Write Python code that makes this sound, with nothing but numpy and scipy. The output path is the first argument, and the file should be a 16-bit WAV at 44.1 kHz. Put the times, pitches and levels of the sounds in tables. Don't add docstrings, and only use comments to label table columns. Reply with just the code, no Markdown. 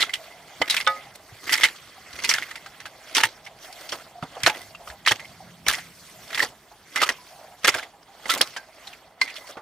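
import sys
import numpy as np
from scipy import signal
from scipy.fft import rfft, irfft, next_fast_len
from scipy.io import wavfile
from scipy.ndimage import uniform_filter1d

SR = 44100
rng = np.random.default_rng(int(sys.argv[2]) if len(sys.argv) > 2 else 0)


def log_audio(samples):
    frames = np.atleast_2d(samples).T
    limited = np.clip(frames, -1, 1)
    pcm = np.round(limited * 32767).astype(np.int16)
    wavfile.write(sys.argv[1], SR, pcm)


def how_loud(loudness_db):
    steps = np.asarray(loudness_db, float) / 20
    return 10 ** steps


N = 423801

# [pitch_hz, level_db]
GARDEN_SPECTRUM = [(24, -38), (40, 27), (91, -2.5), (455, 7.5), (697, -34), (918, 6), (2000, -4),
                   (5580, -18), (11000, -22), (13100, -14.5), (15800, -7)]
# [time_s, level_db]
GROUND_RUMBLE = [
    (0.0, -55.5),
    (3.77, -59),
    (5.81, -50),
    (6.05, -58.5),
    (6.45, -48.5),
    (6.69, -60.5),
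    (7.79, -57),
    (8.94, -63.5),
    (9.61, -61),
]
# [start_s, peak_db, pitch_hz, t60_s]
BOOT_THUDS = [(0.604, -26.5, 284, 0.11), (1.324, -31, 110.4, 0.077), (3.246, -30.5, 112, 0.1),
              (4.227, -17, 157, 0.045), (4.237, -24, 272, 0.044), (1.636, -25.5, 70, 0.029),
              (2.14, -35, 65, .1), (4.439, -18.5, 117, 0.047), (5.68, -25, 56, 0.13),
              (4.901, -31.5, 62, 0.14), (5.113, -23.5, 112, 0.091), (8.396, -27, 277, 0.083)]
# [strongest_s, level_db, swell_s over 20 dB]
BOOT_CREAKS = [(.3, -48.5, 2.5), (.968, -46, .5), (2.95, -49.5, 2), (3.268, -48.5, -1), (3.55, -49, 0.5),
               (3.93, -44.5, 0.6), (4.19, -37, -0.37), (4.37, -37.5, 0.07), (4.555, -40.5, 0.14),
               (4.88, -41.5, 0.26), (5.198, -46, 0.7), (5.788, -32, -0.07), (6.385, -44.5, 0.5),
               (6.72, -38, -0.04), (7.418, -44, 0.3), (7.517, -42, 0.05), (7.84, -42, 0.2),
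               (8.17, -50, 0.2), (8.73, -49, 1.5), (9.6, -48.5, 1)]
# [start_s, peak_db]
FALLING_CLODS = [(0.615, -7), (0.87, -18), (1.633, -24), (3.925, -19), (4.226, -22), (4.472, -5),
                 (4.496, -20), (5.111, -10), (5.666, -19.5), (6.427, -15), (6.957, -28.5), (7.014, -20),
                 (7.091, -21), (7.643, -17), (7.682, -7.5), (7.75, -17.5), (8.255, -25), (8.359, -20.5),
                 (8.409, -11), (8.563, -28.5), (9.57, -21)]
# [strongest_s, level_db, swell_s over 20 dB, sand_db re level]
LOOSE_RUSTLES = [(.19, -48, 0.4, 0.5), (.3, -56.5, 0.3, 1), (.48, -56, -0.05, 8), (1.158, -46, -0.01, 10.5),
                 (1.36, -56.5, 0.6, 4), (1.9, -52, 0, -9), (2.5, -50.5, 3.5, -1.5), (2.88, -47, 0, -1),
                 (3.454, -43, 0, 4), (3.65, -43.5, 0.07, 4.5), (3.82, -44, 0.2, 4),
                 (4.4, -42.5, 0.26, -8.5), (4.6, -53, 0.3, 8.5), (4.889, -52.5, 0.1, 10),
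                 (5.25, -50, 0.7, -2), (6.1, -55.5, 1.12, 9), (7.3, -54, 1.1, 4), (8.03, -46.5, 0, -31.5),
                 (8.47, -50, -0.11, 0), (8.54, -42, -0.21, -2), (8.873, -47, 0.3, -2)]
# [strongest_s, level_db, rise_s and fall_s over 20 dB, sand_db re level]
BLADE_STROKES = [(0, -25, .05, 0.078, -5), (.624, -54, 0.027, 0.15, -23), (.708, -36.5, 0.077, 0.22, -2),
                 (.793, -36.5, 0.43, 0.052, -4), (0.892, -40, 0.27, 0.28, -3.5),
                 (1.44, -38, 0.017, 0.63, -7), (1.533, -31.5, 0.091, 0.065, 4.5),
                 (1.65, -36.5, 0.2, 0.14, 3.5), (2.305, -30, 0.22, 0.21, -2.5),
                 (3.167, -26.5, 0.042, 0.14, -8.5), (3.254, -29.5, 0.2, 0.029, -3),
                 (3.917, -39, 0.056, 0.21, 0), (4.478, -30, 0.086, 0.14, -4),
                 (5.114, -25.5, 0.044, 0.068, -10.5), (5.695, -28.5, 0.03, 0.14, 0.5),
                 (6.43, -30.5, 0.19, 0.067, -1), (7.025, -28.5, 0.11, 0.13, -5.5),
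                 (7.676, -25.5, 0.042, 0.081, -4.5), (7.767, -33.5, 0.069, 0.11, -8),
                 (8.312, -23, 0.029, 0.039, 4), (8.409, -35.5, 0.25, 0.21, -1.5),
                 (9.224, -37, 0.027, 0.24, -9), (9.364, -45.5, 0.033, 0.22, 2),
                 (9.5, -40.5, 0.077, 0.052, -2.5)]
# [pitch_hz, level_db]
GRIT_SPECTRUM = [(150, -68), (250, 4.5), (654, 5), (865, -5.5), (1080, 7.5), (2020, 7), (2830, 2),
                 (5370, -4.5), (7000, -15.5), (9100, -26), (15400, -120)]
# [pitch_hz, level_db]
SAND_SPECTRUM = [(3530, -7.5), (6000, -3.5), (7250, -6), (11100, -5), (12200, -4.5), (14900, 7),
                 (16000, -20)]
# [start_s, peak_db, pitch_hz, t60_s]
SINGING_TOUCHES = [(.28, -36, 680, 0.067), (.305, -40, 2020, 0.16), (.62, -16, 3020, 0.049),
                   (.62, -16, 2036, 0.08), (.679, -29, 3750, 0.038), (.699, -9, 3850, 0.061),
                   (.965, -42, 2040, 0.24), (1.39, -44, 2010, .3), (1.495, -22.5, 1990, 0.26),
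                   (1.98, -37, 760, 0.085), (2.313, -5.5, 2130, 0.036), (3.11, -38, 646, .1),
                   (3.235, -12.5, 894, 0.08), (3.485, -39, 696, 0.073), (4.155, -35, 708, 0.27),
                   (4.463, -7, 4200, 0.037), (4.498, -18, 853, 0.1), (4.549, -31, 1990, .1),
                   (4.609, -36, 2010, 0.15), (4.749, -28, 2730, 0.045), (5.051, -31, 1990, 0.09),
                   (5.083, -18, 3090, 0.066), (5.197, -35, 2070, .15), (5.246, -31, 2116, 0.063),
                   (5.404, -32.5, 764, 0.077), (5.112, -10, 1660, 0.048), (6.4275, -9, 1940, 0.037),
                   (7.028, -10, 1250, 0.063), (7.0905, -8, 1940, 0.034), (7.185, -42, 993, 0.23),
                   (7.32, -43, 710, .15), (6.4026, -1.5, 1855, 0.024), (6.43, -21, 855, 0.073),
                   (6.715, -39, 850, 0.13), (.744, -21, 13500, 0.034), (6.972, -18, 2053, 0.13),
                   (6.99, -26, 2070, 0.12), (8.295, -11, 1343, 0.12), (8.315, -17.5, 1990, 0.092),
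                   (8.256, -24, 2030, .04), (8.563, -25.5, 3080, 0.053), (8.57, -26.5, 1570, 0.12),
                   (9.26, -35, 2180, 0.15), (9.41, -40, 2030, .1), (9.443, -40, 984, .12),
                   (9.38, -36.5, 616, 0.074), (9.494, -30.5, 580, 0.055)]
# [start_s, peak_db, pitch_hz]
GRAIN_SNAPS = [(0.136, -13, 3050), (0.7668, -7, 3270), (0.8676, -8, 3480), (2.3391, -1, 5260),
               (2.3846, -10, 1510), (2.424, -14, 1990), (2.661, -28.5, 2200), (2.8554, -25, 1820),
               (3.158, -5, 5500), (4.2268, -16, 1300), (4.7487, -28.5, 1200), (4.8749, -22, 1240),
               (4.9012, -22, 1790), (5.0633, -8, 4000), (5.082, -4, 4500), (6.329, -30, 5000),
               (6.383, -17, 5000), (6.393, -17, 5200), (.7995, -15, 11500), (6.448, -16, 6550),
               (7.0923, -7, 5700), (7.6467, -5, 5830), (8.4163, -2, 4270), (8.4105, -6, 1700),
               (9.2152, -8.5, 4560), (9.342, -29, 4500), (9.512, -27, 6000)]
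# [pitch_hz, level_db, t60_s]
LIFTED_MODES = [(538, -20, .36), (700, -22, .27), (856, -14, .23), (1254, -4, .27), (2810, -19, .09),
                (1480, -3.5, .09), (1723, -14, .18), (1965, -13, .2), (2083, -12, .06), (2250, -12, .13),
                (3580, -8, .09)]
# [pitch_hz, level_db, t60_s]
ROCK_MODES = [(1050, -8, .03), (1556, -15, .06), (2073, -2, .09), (2180, -8, .04), (2450, -18, .08),
              (2853, -19, .06), (4200, -6, .035)]
# [start_s, level_db]
AIR_RINGS = [
    (0.623, -26.5),
    (.869, -5.5),
    (9.2153, -5),
]
# [pitch_hz, width_hz, level_db]
BURIED_MODES = [(540, 35, -44), (885, 7.9, -5.5), (1343, 42, -2), (2070, 100, -6.5), (2950, 47, -4),
                (3320, 290, 12.5), (4463, 270, 11), (5488, 57, 2), (7850, 110, -49.5)]
# [pitch_hz, width_hz, level_db]
SPINE_MODES = [(2030, 60, -6), (2120, 60, -9)]
# [time_s, level_db]
BLADE_CLEANNESS = [(0, 3), (.6, -0.5), (1.75, -8), (2.2, -2), (3.1, -8.5), (9.1, -8), (9.2, 4), (9.61, -7)]
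# [start_s, peak_db, pitch_hz, crack_db re peak, t60_s]
STONE_BLOWS = [(0.0135, -6, 3320, -10, 0.12), (0.0267, -4, 3250, -30, 0.016),
               (0.6172, -8, 2000, -26, 0.036), (0.6996, -6, 3720, 7.5, 0.16),
               (0.8737, -8.5, 1580, -27, 0.026), (1.5294, -5.5, 1910, 6.5, 0.13),
               (1.634, 1.5, 2100, -40, 0.081), (2.293, -4, 5000, -27, 0.051), (2.3396, -9, 1860, 0, 0.14),
               (3.181, -5, 1860, -20, 0.028), (3.235, -2.5, 1840, 1, 0.053),
               (4.4633, -1.5, 1630, -14, 0.085), (5.0745, -1, 1760, -16, 0.053),
               (5.1182, -2.5, 1870, -7.5, 0.03), (5.6838, -5.5, 1680, 11, 0.11),
               (6.4278, -10.5, 1950, -2, 0.098), (7.0165, -5, 1590, 1, 0.059),
               (7.0285, -8, 1270, -24, 0.066), (7.0904, -8.5, 1840, 2, 0.058),
               (7.6463, -3, 1820, -29, 0.05), (7.6807, -2, 2070, 4.5, 0.059), (8.2985, -9.5, 3660, 4, 0.12),
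               (8.4135, -1.5, 3960, 7, 0.061), (9.2145, -13, 4360, 0, 0.082)]
# [start_s, peak_db, pitch_hz, crack_db re peak]
STROKE_PEBBLES = [(0.1385, -10, 2970, 6.5), (0.713, -27, 3700, -11), (0.743, -13, 1730, -1),
                  (0.7666, -10, 2450, 2), (0.802, -15, 2060, -11), (1.494, -11, 2000, -23),
                  (1.577, -14.5, 2160, 8), (1.6097, -13.5, 2100, 3), (2.2428, -13, 2500, -4),
                  (2.3126, -10, 2080, -13), (2.3832, -17, 1480, -33), (2.4258, -18.5, 2070, -15),
                  (3.15, -7.5, 5500, 4.5), (3.158, -11.5, 2400, -10.5), (3.1679, -6.5, 3480, 5),
                  (3.203, -10.5, 1730, -10), (3.9245, -17.5, 1570, -16), (4.4348, -12.5, 2270, 11),
                  (5.0629, -8, 2050, -18), (5.084, -6, 3100, -15), (5.665, -12, 2380, -27),
                  (5.7346, -13, 1990, 0), (6.3466, -14, 1930, -3), (6.3763, -13.5, 1980, -18),
                  (6.394, -9, 1950, -1), (6.9598, -8.5, 1820, -2), (7.741, -12, 1610, -18),
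                  (7.7498, -20, 2010, -23), (7.783, -14.5, 1600, -22), (8.5642, -19, 1660, -6)]
# [start_s, peak_db, pitch_hz]
FALLING_CRUMBS = [(0.0939, -22.5, 2070), (0.6786, -24.5, 1950), (1.479, -20.5, 2050), (1.6858, -18.5, 1790),
                  (1.872, -34, 1140), (2.1302, -28, 4030), (2.19, -24.5, 2400), (2.511, -20.5, 1850),
                  (2.5561, -23, 2070), (2.6615, -26.5, 1530), (2.802, -27.5, 1940), (2.8557, -24, 1590),
                  (3.8904, -21.5, 4230), (4.225, -32, 1300), (4.75, -31, 2720), (4.8752, -30, 1290),
                  (4.901, -31.5, 1680), (5.196, -24.5, 1990), (6.329, -23, 1900), (7.004, -15, 2110),
                  (7.829, -23.5, 2000), (8.256, -22, 1900), (8.8717, -22.5, 3900), (8.93, -31.5, 2480),
                  (9.279, -25.5, 2150), (9.342, -36, 4510), (9.365, -26, 3350), (9.471, -32, 5100),
                  (9.298, -25, 2600), (3.464, -27.5, 2250)]
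# [start_s, peak_db, pitch_hz, crack_db re peak, t60_s]
STONE_CHIPS = [(.005, -10.5, 4000, -8, 0.062), (.035, -15, 1430, -10, 0.022), (.7135, -19, 2980, 6, .012),
               (.811, -16, 3200, 0, 0.026), (7.034, -6, 2800, -7, 0.038), (1.527, -7, 4460, -3.5, 0.076),
               (1.539, -4.5, 4630, -1, 0.025), (1.654, -12, 3000, -6, .03),
               (2.2375, -17.5, 4400, 8.5, 0.012), (2.2485, -11.5, 4540, 2, 0.056),
               (2.305, -13, 5500, 0, 0.027), (2.4853, -32.5, 1490, -26, 0.13), (9.357, -29, 3800, -5, .06),
               (3.255, -23, 2780, -3, 0.026), (3.7274, -31.5, 4500, 9.5, 0.047),
               (3.9215, -17, 4570, 3.5, 0.034), (4.237, -31, 1510, -10, 0.026),
               (4.473, -11, 4300, -16, 0.02), (4.4975, -12.5, 2580, -5, 0.04),
               (6.4235, -12, 4500, -8, 0.08), (4.5481, -31, 3200, -10, .04), (4.617, -34, 5240, 13, 0.017),
               (5.0509, -32, 3100, -15, 0.031), (5.109, -12, 5730, 0, 0.052),
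               (5.2525, -32.5, 2190, -3, 0.031), (5.727, -20, 7000, 5, 0.033),
               (5.751, -19.5, 5200, 5, 0.024), (5.786, -24, 1870, -5, 0.086), (6.2791, -34, 4130, 3, 0.026),
               (6.3046, -25, 1800, -4, 0.062), (6.973, -15, 1390, -10, 0.065),
               (7.1207, -24.5, 4970, -7, 0.037), (7.6335, -28, 2070, -10, .04),
               (7.6765, -11, 3300, 3, 0.052), (7.691, -6.5, 5430, 2.5, 0.03),
               (9.492, -33, 5400, -10, 0.088), (8.283, -29, 6500, 3, 0.044),
               (8.294, -10.5, 1350, -11, 0.11), (8.377, -22.5, 7100, 13, 0.092),
               (8.5704, -23.5, 4930, 4, 0.055)]
# [pitch_hz, side_db]
STEREO_SCATTER = [(60, -13), (700, -17.5), (1500, -13.5), (3000, -3.5), (6000, -1.2), (15000, -1.2)]
# [pitch_hz, balance_db]
STEREO_TILT = [(700, -1.2), (2500, -4.5), (5000, -1)]
# [pitch_hz, gain_db]
MIC_RESPONSE = [(20, -32), (70, -5), (9000, -2), (11000, -4.5), (11350, -12.5), (11700, -3), (16000, -19),
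                (16400, -48)]


def evened(x):
    return x / np.sqrt(np.mean(x ** 2) + 1e-20)


def read(points, hz):
    f, value = np.transpose(points)
    return np.interp(np.log(hz + 1), np.log(f + 1), value)


def curve(rows):
    s, db = np.transpose(rows)
    return np.interp(np.arange(N) / SR, s, db)


def add(mix, s, sound):
    part = mix[max(round(s * SR), 0):][:len(sound)]
    part += sound[:len(part)]


def decay(t, t60, shortest, longest):
    return how_loud(-60 * t / np.clip(t60, shortest, longest))


def resonate(x, hz, width):
    r = np.exp(-np.pi * width / SR)
    pole = r * np.exp(2j * np.pi * hz / SR)
    return 2 * signal.lfilter([1 - r], [1, -pole], x).real


def equalised(x, points):
    count = x.shape[-1]
    size = next_fast_len(count)
    gain = how_loud(read(points, np.fft.rfftfreq(size, 1 / SR)))
    return irfft(rfft(x, size) * gain, size)[..., :count]


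def coloured(x, points):
    return evened(equalised(x, points))


def lumps(seconds, depth_db):
    size = max(round(seconds * SR), 1)
    wander = uniform_filter1d(uniform_filter1d(rng.standard_normal(N), size), size)
    return how_loud(depth_db * evened(wander))


def grains(per_s, spread_db, seconds):
    size = how_loud(spread_db * np.minimum(rng.exponential(1, N), 5))
    hits = size * (rng.random(N) < per_s / SR)
    envelope = signal.lfilter([1], [1, -np.exp(-1 / (seconds * SR))], hits)
    return evened(envelope * rng.standard_normal(N))


def patchy(x, depth_db):
    z = signal.stft(x, nperseg=256)[2]
    field = rng.standard_normal(z.shape[::-1])
    field = uniform_filter1d(uniform_filter1d(field, size=9, axis=0), size=6, axis=1)
    return evened(signal.istft(z * how_loud(depth_db * evened(field).T), nperseg=256)[1][:N])


def swells(s, db, rise, fall, still_db):
    t = np.arange(0, N / SR + .002, .002)[:, None]
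    before = (s - t) / np.maximum(rise, .01)
    after = (t - s) / np.maximum(fall, .01)
    power = (how_loud(db - 20 * np.maximum(before, after)) ** 2).sum(1) + how_loud(still_db) ** 2
    return np.interp(np.arange(N) / SR, t[:, 0], 10 * np.log10(power))


def air():
    return how_loud(-54.5) * coloured(rng.standard_normal(N) * lumps(.15, 1.2), GARDEN_SPECTRUM)


def passing_drone():
    swell = np.exp(-((np.arange(N) / SR - 5.68) / 0.37) ** 4)
    return how_loud(-52.5) * swell * evened(resonate(rng.standard_normal(N), 171, 9.2))


def ground_rumble():
    tremble = rng.standard_normal(N) * lumps(.05, 2.5)
    return how_loud(curve(GROUND_RUMBLE)) * evened(resonate(resonate(tremble, 120, 170), 120, 200))


def boot_creaks():
    slips = grains(500, 3.0, .006) * lumps(.02, 2.5)
    hollow = resonate(resonate(slips, 612, 203), 826, 500)
    squeaks = sum(resonate(grains(25, 3.5, .025), hz, 45) for hz in (650, 720, 800))
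    s, db, swell = np.transpose(BOOT_CREAKS)
    level_db = swells(s, db, swell, swell, still_db=-62.5)
    return how_loud(level_db) * evened(evened(hollow) + evened(squeaks))


def boot_thuds():
    out, t = np.zeros(N), np.arange(SR // 4) / SR
    for s, db, hz, t60 in BOOT_THUDS:
        tone = np.sin(2 * np.pi * hz * t) * (1 - np.exp(-t / 0.0014))
        add(out, s, how_loud(db) * decay(t, t60, .02, .25) * tone)
    return out


def clods():
    out, t = np.zeros(N), np.arange(6000) / SR
    for s, db in FALLING_CLODS:
        t60 = .025 - .0048 * db
        thump = resonate(resonate(rng.standard_normal(len(t)), 558, 485), 1060, 1160)
        thump = thump * decay(t, t60, .01, .2) * (1 - np.exp(-t / 0.000082))
        add(out, s, how_loud(db) * thump / abs(thump).max())
    return out


def effort():
    rustles = [(s, db, swell, swell, sand_db) for s, db, swell, sand_db in LOOSE_RUSTLES]
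    s, db, rise, fall, sand_db = np.transpose(BLADE_STROKES + rustles)
    level_db = swells(s, db, rise, fall, still_db=-69)
    return level_db, swells(s, db + sand_db, rise, fall, still_db=-71) - level_db


def scrape():
    level_db, sand_db = effort()
    coarse = np.clip((level_db + 54) / 22, .2, 1)
    crackle = evened(grains(1300, 3.4, .0011) * lumps(.008, 2.4))
    drive = patchy(coarse * crackle + (1 - coarse) * rng.standard_normal(N), 2.8)
    steel = sum(how_loud(db) * evened(resonate(drive, hz, width)) for hz, width, db in BURIED_MODES)
    grit = evened(coloured(drive, GRIT_SPECTRUM) + .28 * evened(steel))
    return how_loud(level_db) * (grit + how_loud(sand_db) * coloured(drive, SAND_SPECTRUM))


def pings():
    out, t = np.zeros(N), np.arange(8000) / SR
    rise = 1 - np.exp(-t / 0.0013)
    for s, db, hz, t60 in SINGING_TOUCHES:
        pair = np.sin(2 * np.pi * hz * t) + .4 * np.sin(2 * np.pi * 1.045 * hz * t)
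        add(out, s, how_loud(db) * decay(t, t60, .02, .5) * pair * rise)
    return out


def snaps():
    out, t = np.zeros(N), np.arange(600) / SR
    for s, db, hz in GRAIN_SNAPS:
        envelope = np.exp(-hz * t / 1.7) * (1 - np.exp(-2 * hz * t))
        add(out, s, how_loud(db + 4.5) * np.sin(2 * np.pi * hz * t) * envelope)
    return out


def free_rings():
    out, t = np.zeros(N), np.arange(SR // 2) / SR
    soft, hard = (LIFTED_MODES, .0035), (ROCK_MODES, .0004)
    for (s, db), (modes, rise) in zip(AIR_RINGS, (soft, soft, hard)):
        ring = np.zeros(len(t))
        for hz, mode_db, t60 in modes:
            ring += how_loud(mode_db - 72 * t / t60) * np.sin(2 * np.pi * (hz * t + rng.random()))
        add(out, s, how_loud(db) * ring * (1 - np.exp(-t / rise)))
    return out


def knocks(stones):
    out, t = np.zeros(N), np.arange(5000) / SR
    hz, width, mode_db = np.transpose(BURIED_MODES)[:, :, None]
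    for s, db, pitch, crack_db, t60 in stones:
        crunch_noise, crack_noise, break_noise = rng.standard_normal((3, len(t)))
        strength, detune = rng.standard_normal((2, len(BURIED_MODES), 1))
        crumble = how_loud(3.54 * evened(uniform_filter1d(break_noise, size=60)))
        fall = decay(t, t60, .006, .2) * (1 - np.exp(-t / 0.0018))

        crush = crunch_noise * crumble
        broad = np.diff(resonate(resonate(crush, 1630, 1300), 2260, 1840), prepend=0)
        crunch = (evened(resonate(crush, pitch, .14 * pitch)) + .6 * evened(broad)) * fall

        modes = how_loud(mode_db + 4.5 * strength - 5 * abs(np.log2(hz / pitch)))
        modes = modes * np.sin(2 * np.pi * hz * (1 + 0.0425 * detune) * t)
        modes = modes * np.exp(-.8 * np.pi * width * t)
        body = crunch + 0.57 * modes.sum(0) * np.sqrt(fall)

        crack = resonate(resonate(crack_noise * crumble, 2400, 3700), 4300, 21000)
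        crack = evened(np.diff(crack, prepend=0)) * (fall ** 3.6 + 1.55 * np.exp(-t / 0.00073))

        two_cycles = np.sin(np.pi * np.minimum(pitch * t / 2, 1)) ** 2
        tick = 1.6 * np.sin(2 * np.pi * pitch * t) * two_cycles * np.tanh(abs(strength[0]))
        add(out, s, how_loud(db) * (tick + body / abs(body).max() + 0.27 * how_loud(crack_db) * crack))
    return out


def spine(x):
    drive = x * how_loud(curve(BLADE_CLEANNESS))
    hum = sum(how_loud(db) * np.sqrt(400 / width) * resonate(drive, hz, width) for hz, width, db in SPINE_MODES)
    return x + hum


def stereo(dry):
    hz, _, z = signal.stft(dry, SR, nperseg=256)
    random_phase = np.exp(2j * np.pi * rng.random(z.shape))
    side = z * random_phase * how_loud(read(STEREO_SCATTER, hz))[:, None]
    early = np.exp(1j * np.pi * hz * .6 / SR)
    port = (how_loud(read(STEREO_TILT, hz) / 2) * early)[:, None]
    return signal.istft(np.array([z * port + side, z / port - side]), nperseg=256)[1][:, :N]


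def scene():
    pebbles = [(*row, 0.069) for row in STROKE_PEBBLES]
    crumbs = [(*row, -29, 0.066) for row in FALLING_CRUMBS]
    stones = STONE_BLOWS + pebbles + crumbs + STONE_CHIPS
    background = air() + passing_drone()
    feet = ground_rumble() + boot_creaks() + boot_thuds()
    blade = spine(scrape() + snaps() + knocks(stones)) + pings() + free_rings()
    return stereo(background + feet + clods() + blade)


def top_cut(x):
    return signal.sosfilt(signal.butter(12, 16400, fs=SR, output="sos"), x)


def record(dry):
    heard = equalised(dry, MIC_RESPONSE)
    return top_cut(np.clip(heard, -1, 1))


dry = scene()
out = record(dry)
log_audio(out)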